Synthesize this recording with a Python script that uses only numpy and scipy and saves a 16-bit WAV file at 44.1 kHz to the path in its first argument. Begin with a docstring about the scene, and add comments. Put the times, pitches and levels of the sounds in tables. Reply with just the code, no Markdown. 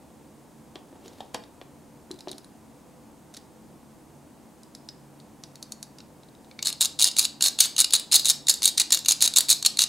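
"""A small plastic toy hand mixer on a table, close up in a quiet room with a fan's hum and a faint whine.
First a toy carton knocks down on the table and fingers slide over bowl and carton. The mixer is picked
up, its loose parts ticking as the grip shifts. From about 6.6 s a finger pumps the plunger: on every
push and return the gears chatter and the beater clacks in its plastic bowl, ringing the hollow shell."""
import sys
import numpy as np
from scipy import signal
from scipy.fft import rfft, irfft
from scipy.io import wavfile
from scipy.ndimage import uniform_filter1d, minimum_filter1d

SR = 44100
rng = np.random.default_rng(int(sys.argv[2]) if len(sys.argv) > 2 else 0)


def to_wav(sig):
    """Store sig (one row per channel, or 1-D mono) as 16-bit WAV at the path in sys.argv[1].

    Samples outside -1..1 are clipped; the rate is SR.
    """
    pcm = np.clip(np.atleast_2d(sig), -1, 1) * 32767
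    pcm = np.round(pcm).astype(np.int16)
    wavfile.write(sys.argv[1], SR, pcm.T)  # frames by channels


N = 435708
T, HZ = np.arange(N) / SR, np.fft.rfftfreq(N, 1 / SR) + 1
HIT_SIZE, LEAD_S = 4096, .008  # samples in one hit; time before its blow lands
HIT_T, HIT_HZ = np.arange(HIT_SIZE) / SR, np.fft.rfftfreq(HIT_SIZE, 1 / SR) + 1
SIDES = np.array([[1], [-1]])  # polarity of the side signal, left and right

# pushes and returns of the plunger: start_s, length_s, effort_db, treble_over_body_db,
# slack_before_start_s, slam_after_start_s, slam_over_effort_db
STROKES = [(6.65, 0.055, -23, -4.5, .023, 0.021, 8.5), (6.809, .052, -16.5, 3, 0, 0.0064, 4.5),
           (6.996, 0.093, -16.5, 0, 0.0052, 0.028, 8), (7.176, 0.083, -18.5, 2, 0.0097, 0.01, 7.5),
           (7.422, 0.063, -12.5, 2.5, .013, 0.0023, 3), (7.589, 0.073, -17.5, -2.5, 0.00015, 0.016, 18.5),
           (7.782, 0.037, -12.5, 4.5, 0.017, 0.021, 4.5), (7.933, 0.032, -13.5, -0.5, .008, 0.0029, 10),
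           (8.122, 0.05, -11.5, 2.5, 0.0064, 0.034, 11), (8.256, .06, -16, 1.5, .009, 0.043, 7),
           (8.484, .032, -11, 4.5, .014, 0.012, 7.5), (8.631, 0.064, -16, 4, 0.01, 0.025, 9.5),
           (8.779, 0.042, -16, -2, 0.0032, 0.02, 5.5), (8.922, 0.031, -13, 1, 0.016, 0.0002, 5.5),
           (9.085, 0.041, -14, 2, .025, 0, 5), (9.215, 0.047, -12, 3.5, 0.0079, 0.0088, 7.5),
           (9.362, .03, -11, 2.5, .024, .008, 3.5), (9.492, .036, -12, 3.5, 0.0062, 0.0099, 11),
           (9.65, 0.026, -17, -5, 0.023, 0.012, 9.5), (9.789, .051, -14, -3, .017, 0.0022, 3.5)]


def undb(db):
    """Decibels to gain."""
    return 10 ** (np.asarray(db) / 20)


def unit(x):
    """Scale to rms 1."""
    return x / np.sqrt(np.mean(x ** 2))


def colour(points, hz):
    """Read (Hz, value) points on a log-frequency axis."""
    f, value = np.transpose(points)
    return np.interp(np.log(hz), np.log(f), value)


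def causal(db):
    """Minimum-phase response with this gain: it rings only after the blow."""
    cepstrum = irfft(np.log(undb(db)))
    cepstrum[1:HIT_SIZE // 2] *= 2
    cepstrum[HIT_SIZE // 2 + 1:] = 0
    return np.exp(rfft(cepstrum))


def at_level(hit, db):
    """Scale a hit so that its loudest moment has this rms level."""
    return hit * undb(db) / np.sqrt(uniform_filter1d(hit ** 2, size=64).max())


def add(track, s, sound):
    """Mix a hit into the track so that its blow lands at time s."""
    start = int((s - LEAD_S) * SR)
    track[start:start + len(sound)] += sound[:N - start]


def noise(gain):
    """A bed of noise with this spectral shape, at rms 1."""
    return unit(irfft(rfft(rng.standard_normal(N)) * gain, N))


def room_tone(air_db=-52.5, side_db=-10, whine_trim_db=-2):
    """Steady air noise with a fan's wavering hum and a faint electrical whine."""
    # colour of the room's air: frequency_hz, relative_density_db
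    air_eq = [(30, -23), (75, -6.5), (110, -10), (160, -4.5), (260, -2.5), (440, -10.5), (900, -12),
              (1300, -21.5), (2200, -27), (3300, -30), (5700, -30.5), (8500, -28), (11000, -32),
              (15500, -36.5)]
    # bands of fan hum: pitch_hz, width_hz, level_db
    fan_bands = [(143.1, 3.9, -62.5), (222.4, 6.9, -61.5), (287.8, 5.7, -64), (315.8, 17, -65.5),
                 (502.2, 10, -68.5)]
    # electrical tones: pitch_hz, level_before_trim_db
    whine_tones = [(6541, -80), (7870, -94), (8710, -97), (8866, -83), (10433, -104), (12037, -96)]
    mid_side = np.array([undb(air_db) * noise(undb(colour(air_eq, HZ))) for _ in range(2)])
    for hz, width, db in fan_bands:
        resonance = 1 / (1 + (2 * (HZ - hz) / width) ** 2)
        mid_side += undb(db) * np.array([noise(resonance), noise(resonance)])
    whine = sum(undb(db + whine_trim_db) * unit(np.sin(2 * np.pi * hz * T)) for hz, db in whine_tones)
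    mid, side = mid_side
    return mid + whine + undb(side_db) * side * SIDES


def contact(rise_s, t60, buzz_db, buzz_t60, scrape_db, grit_db, scrape_s=0.0032):
    """Spectrum of one contact: the parts scrape, meet in a gritty crack, and buzz as they settle."""
    before, after = np.maximum(LEAD_S - HIT_T, 0), np.maximum(HIT_T - LEAD_S, 0)
    approach = np.exp(-before / rise_s) + undb(scrape_db) * np.exp(-before / scrape_s)
    fade = undb(-60 * after / t60) + undb(buzz_db - 60 * after / buzz_t60)
    hiss, grit = rng.standard_normal((2, HIT_SIZE))
    return rfft(hiss * undb(grit_db * grit) * approach * fade)  # a few tiny contacts stand out


def ring(hz, t60):
    """One mode, struck after LEAD_S."""
    after = np.maximum(HIT_T - LEAD_S, 0)
    return np.sin(2 * np.pi * hz * after) * undb(-60 * after / t60) * (1 - np.exp(-2 * hz * after))


def cluster(hz, t60, spread=0.0546, count=10):
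    """Close modes of an irregular plastic part: a clack with a pitch rather than a ping."""
    modes = rng.standard_normal((count, 2))
    return sum(ring(hz * (1 + spread * shift), t60) * size for shift, size in modes) / np.sqrt(count)


def knocks():
    """Blows on the table top: soft contacts are dull, heavy ones give a hollow thump."""
    # things meeting the table: start_s, level_db, corner_hz, thump_db, ring_hz, ring_over_knock_db
    blows = [(0.757, -35.5, 8100, -34, 3600, -11), (0.928, -42.5, 1200, -36, 1500, -24),
             (0.957, -45, 1000, -47, 1500, -20), (1.2055, -34, 7000, -63, 813, -3.5),
             (1.346, -26, 10000, -30, 870, -7), (1.6145, -36.5, 5500, -35.5, 2980, -20),
             (2.1073, -42, 1300, -26, 593, -17), (2.2734, -33, 2200, -23.5, 547, -1.5)]
    # colour of the table top: frequency_hz, gain_db
    table_eq = [(60, -22), (150, -20), (280, -3.5), (500, 1.5), (820, 0.5), (1350, -11.5), (1800, -7),
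                (2400, -12), (3200, -6), (5000, -11.5), (9000, -20), (15000, -29)]
    out, table = np.zeros(N), causal(colour(table_eq, HIT_HZ))
    for s, db, corner_hz, thump_db, ring_hz, ring_db in blows:
        force = contact(rise_s=.00024, t60=.0037, buzz_db=-13.5, buzz_t60=.069, scrape_db=-20, grit_db=2)
        softness = 1 / (1 + 1j * HIT_HZ / corner_hz) ** 2
        blow = at_level(irfft(force * table * softness), db)
        thump = undb(thump_db) * ring(hz=354, t60=0.046)
        ringing = at_level(cluster(ring_hz, t60=0.026), db + ring_db)
        add(out, s, blow + thump + ringing)
    return out


def finger_rub(grain_db=3):
    """Skin slips over plastic in small uneven steps."""
    # fingers sliding off the bowl and along the carton: time_s, level_db
    slide = [(.88, -74), (.94, -67), (1.0, -68), (1.06, -49.5), (1.11, -56.5), (1.17, -57), (1.3, -62)]
    # colour of skin on plastic: frequency_hz, relative_density_db
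    skin_eq = [(100, -12), (380, -0.5), (700, -14), (1800, -25), (3600, -17.5), (7000, -26), (15000, -32)]
    slips = unit(uniform_filter1d(rng.standard_normal(N), size=300))
    hiss = noise(undb(colour(skin_eq, HZ)))
    envelope_db = np.interp(T, *np.transpose(slide), left=-np.inf, right=-np.inf)
    return hiss * undb(envelope_db + grain_db * slips)


def plastic(spectrum, db, treble_db, split_hz=5700):
    """A click of the shell, its treble set against its body; harder edges favour the treble."""
    click = irfft(spectrum)
    body, treble = (signal.sosfilt(signal.butter(4, split_hz, kind, fs=SR, output="sos"), click)
                    for kind in ("low", "high"))
    return at_level(unit(body) + undb(treble_db) * unit(treble), db)


def loose_parts():
    """Loose parts tick as the toy is handled; each sets one part ringing briefly."""
    # distinct ticks: start_s, level_db, treble_over_body_db, ring_hz, ring_over_tick_db
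    ticks = [(1.08, -45, -8, 6400, -3.5), (1.208, -47.5, 0, 3620, 6.5), (1.3446, -31.5, 17, 4900, -10),
             (1.438, -46, -13, 3750, -7), (2.1133, -35, 0, 3660, 1), (2.207, -40.5, -1, 4000, -8),
             (2.2838, -39.5, -11, 3960, 2), (2.292, -43, -9, 3960, 5), (2.315, -32.5, 7, 3850, -6),
             (2.382, -37.5, 1, 4500, -12), (2.445, -46, -7, 9700, -5), (3.34, -42, 5, 4500, -14),
             (3.3678, -39, 0, 4500, -22), (4.633, -47.5, 9, 5250, -7), (4.75, -39, 2, 5250, -2),
             (4.8881, -35.5, -8, 5250, 0.5), (5.2005, -48.5, -6, 4100, -9), (5.437, -37.5, -5, 5250, -1.5),
             (5.5562, -40, 1, 4300, -19), (5.627, -33.5, 8, 4370, -3.5), (5.721, -30.5, 7, 6370, -1),
             (5.8283, -30, 8, 5750, -13), (5.9852, -41.5, -5, 5300, -25), (6.004, -44, -27, 3900, -14),
             (6.5127, -45, -21, 2320, -6), (6.591, -32, -24, 2290, -4)]
    # colour of a light tick on the casing: frequency_hz, gain_db
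    casing_eq = [(150, -17), (600, -15), (1500, -6.5), (2600, -7.5), (3300, -6), (3900, 6.5), (4500, 2.5),
                 (5400, -3), (6500, -2), (8000, -5.5), (10000, -3.5), (11500, -9), (15700, -27)]
    out, casing = np.zeros(N), causal(colour(casing_eq, HIT_HZ))
    for s, db, treble_db, ring_hz, ring_db in ticks + grip_ticks():
        force = contact(rise_s=.00016, t60=.0089, buzz_db=-13, buzz_t60=.054, scrape_db=-23, grit_db=3.5)
        ringing = at_level(cluster(ring_hz, t60=0.022), db + ring_db)
        add(out, s, plastic(force * casing, db, treble_db) + ringing)
    return out


def grip_ticks(count=4, scatter_db=3.5, ring_hz=3770, ring_db=-7):
    """Cues for a few fainter ticks, scattered at random through each shift of the grip."""
    # shifts of the grip: start_s, end_s, level_db, treble_over_body_db
    shifts = [(2.126, 2.21, -51, -2), (2.285, 2.335, -46, -12), (3.341, 3.378, -46.5, -3),
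              (6.152, 6.501, -52.5, -9)]
    ticks = []
    for start, end, db, treble_db in shifts:
        for k in range(count):
            s = start + (end - start) * (k + rng.random()) / count
            ticks.append((s, db + scatter_db * rng.standard_normal(), treble_db, ring_hz, ring_db))
    return ticks


def shell_response(detune=0.015, change_db=1.5, spot_db=3, spot_points=36):
    """The hollow toy: a broad colour with resonances that shift with the grip and the point struck."""
    # broad colour of the plastic shell: frequency_hz, gain_db
    shell_eq = [(50, -34), (150, -35), (400, -27), (700, -18.5), (1900, -17), (3100, -14.5), (3750, -2.5),
                (4400, -4.5), (5500, -9), (6800, -1), (8800, -4), (10000, -5), (10900, -9.5), (13000, -10),
                (15700, -20)]
    # resonances of shell, beater and bowl: pitch_hz, width_hz, lift_db
    modes = [(2340, 71, 6), (2843, 210, 8.5), (3870, 610, 8.5), (4300, 140, 8), (4615, 190, 4),
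             (5250, 80, 7.5), (6446, 370, 4.5), (6830, 100, 3.5), (8220, 180, 2), (9780, 610, 8)]
    gain_db = colour(shell_eq, HIT_HZ)
    for (hz, width, db), (shift, size) in zip(modes, rng.standard_normal((len(modes), 2))):
        centre_hz = hz * (1 + detune * shift)
        gain_db += (db + change_db * size) / (1 + (2 * (HIT_HZ - centre_hz) / width) ** 2)
    # each spot lies on the nodes of some of the many weaker modes and on the crests of others
    spot = np.interp(HIT_HZ, np.linspace(0, SR / 2, spot_points), rng.standard_normal(spot_points))
    return causal(gain_db + spot_db * spot)


def clack(db, treble_db):
    """One hard blow of gears or beater, each time on a new spot."""
    force = contact(rise_s=.00048, t60=.0085, buzz_db=-5, buzz_t60=.028, scrape_db=-20, grit_db=1)
    return plastic(force * shell_response(), db, treble_db)


def clack_run(length_s, slam_s, count=14, gap_s=.0085, jitter=.3, scatter_db=4):
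    """Cues (after_s, over_effort_db, heard) for clacks whose force builds to the slam, then ebbs."""
    swell_db_per_s, fade_db_per_s = 84, 97
    timing, strength = rng.standard_normal((count, 2)).T
    gaps = gap_s * np.exp(jitter * timing)
    after = np.cumsum(gaps) - gaps[0]
    drop_db = np.maximum(swell_db_per_s * (slam_s - after), fade_db_per_s * (after - slam_s))
    heard = (after < length_s) & (abs(after - slam_s) > gap_s / 2)  # leave space for the slam
    return zip(after, scatter_db * strength - drop_db, heard)


def rattle(treble_per_db=.5):
    """Each stroke clatters around one hard slam, harder clacks brighter; the beater rebounds between."""
    # the beater swinging loose against the bowl: start_s, level_db, treble_over_body_db
    rebounds = [(6.7271, -25.5, -4), (7.1142, -29.5, 2), (7.2519, -15, -4.5), (7.8445, -15, -7),
                (7.9073, -26, -4), (7.997, -25.5, 2), (8.1956, -18.5, -2), (8.54, -21.5, 9),
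                (8.973, -21.5, 1), (8.9907, -25.5, 2), (9.049, -28, 0), (9.277, -12, -1), (9.407, -15.5, 4)]
    out = np.zeros(N)
    for start, length, effort_db, treble_db, slack, slam, slam_db in STROKES:
        add(out, start - slack, clack(db=-21.5, treble_db=-4))  # a dull click takes up the slack
        for after, db, heard in [(slam, slam_db, True), *clack_run(length, slam)]:
            sound = clack(effort_db + db, treble_db + treble_per_db * db)
            if heard:
                add(out, start + after, sound)
    for s, db, treble_db in rebounds:
        add(out, s, clack(db, treble_db))
    return out


def gears(teeth_hz=420, scatter_db=3, chatter_db=-11.5, run_up_s=.005, run_up_db=-16):
    """Teeth tick past each other unevenly while the plunger moves, softly as it takes up the slack."""
    out = np.zeros(N)
    for start, length, effort_db, *_ in STROKES:
        shell = shell_response()
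        times = start - run_up_s + np.cumsum(rng.uniform(.5, 1.5, size=56)) / teeth_hz
        slack = np.maximum(start - times, 0) / run_up_s
        levels = effort_db + chatter_db + run_up_db * slack + scatter_db * rng.standard_normal(len(times))
        for s, tooth_db in zip(times, levels):
            force = contact(rise_s=.00095, t60=.016, buzz_db=-14, buzz_t60=.036,
                            scrape_db=-18, grit_db=2.5)
            if s < start + length:
                add(out, s, plastic(force * shell, tooth_db, treble_db=0))
    return out


def room(dry, build_s=0.0029):
    """A small room: a diffuse tail, shorter and narrower up top, that changes as hands and toy move."""
    # reflections: frequency_hz, level_db, t60_s, side_over_mid_db
    reflections = [(200, -4.5, 0.38, -6), (1300, -8.5, 0.35, -4.5), (4500, -13, 0.34, -12),
                   (8700, -15.5, 0.27, -19.5), (15000, -18.5, 0.2, -40)]
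    # what the toy radiates sideways, against what it sends to the microphone: frequency_hz, gain_db
    send_eq = [(2000, 1), (3400, 2), (4250, -1.5), (4750, 4), (5400, 6), (6000, -0.5), (7000, -2.5),
               (8000, 3), (9700, -0.5), (11300, 0), (13000, 2.5)]
    size, hop = 2 ** 14, 2 ** 12
    centres = np.geomspace(100, 16000, num=12)[:, None]
    points_hz, *columns = np.transpose(reflections)
    db, t60, side_db = (np.interp(np.log(centres), np.log(points_hz), c) for c in columns)
    hz = np.fft.rfftfreq(size, 1 / SR) + 1
    nearest_band = np.argmin(abs(np.log(hz / centres)), axis=0)
    bands = nearest_band == np.arange(len(centres))[:, None]
    fades = undb(-60 * T[:size] / t60) * (1 - np.exp(-(T[:size] / build_s) ** 2))
    fades = fades / np.linalg.norm(fades, axis=1, keepdims=True) * undb([db, db + side_db])  # mid, side
    wet = np.zeros((2, N + size + 2 * hop))
    send = irfft(rfft(dry) * undb(colour(send_eq, HZ)), N)
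    padded, window = np.pad(send, (0, 2 * hop)), signal.windows.cosine(2 * hop)
    for start in range(0, N, hop):  # a fresh tail for each overlapping slice
        band_noise = irfft(rfft(rng.standard_normal((2, 1, size))) * bands)
        tail = (band_noise * fades).sum(axis=1)
        echo = signal.fftconvolve((padded[start:start + 2 * hop] * window)[None], tail, axes=1)
        wet[:, start:start + echo.shape[1]] += echo
    return dry + wet[0, :N] + wet[1, :N] * SIDES


def scene():
    """The toy sits straight ahead of the microphone, over a bed of room tone."""
    return room(rattle() + gears() + loose_parts() + knocks() + finger_rub()) + room_tone()


def record(dry, top_hz=15750):
    """A fast limiter holds down the hardest clacks; a steep low-pass cuts the top."""
    gain = 1 / np.maximum(abs(dry).max(axis=0), 1)
    gain = uniform_filter1d(minimum_filter1d(gain, size=89), size=89)
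    return signal.sosfilt(signal.ellip(10, .2, 70, top_hz, fs=SR, output="sos"), dry * gain)


dry = scene()
out = record(dry)
to_wav(out)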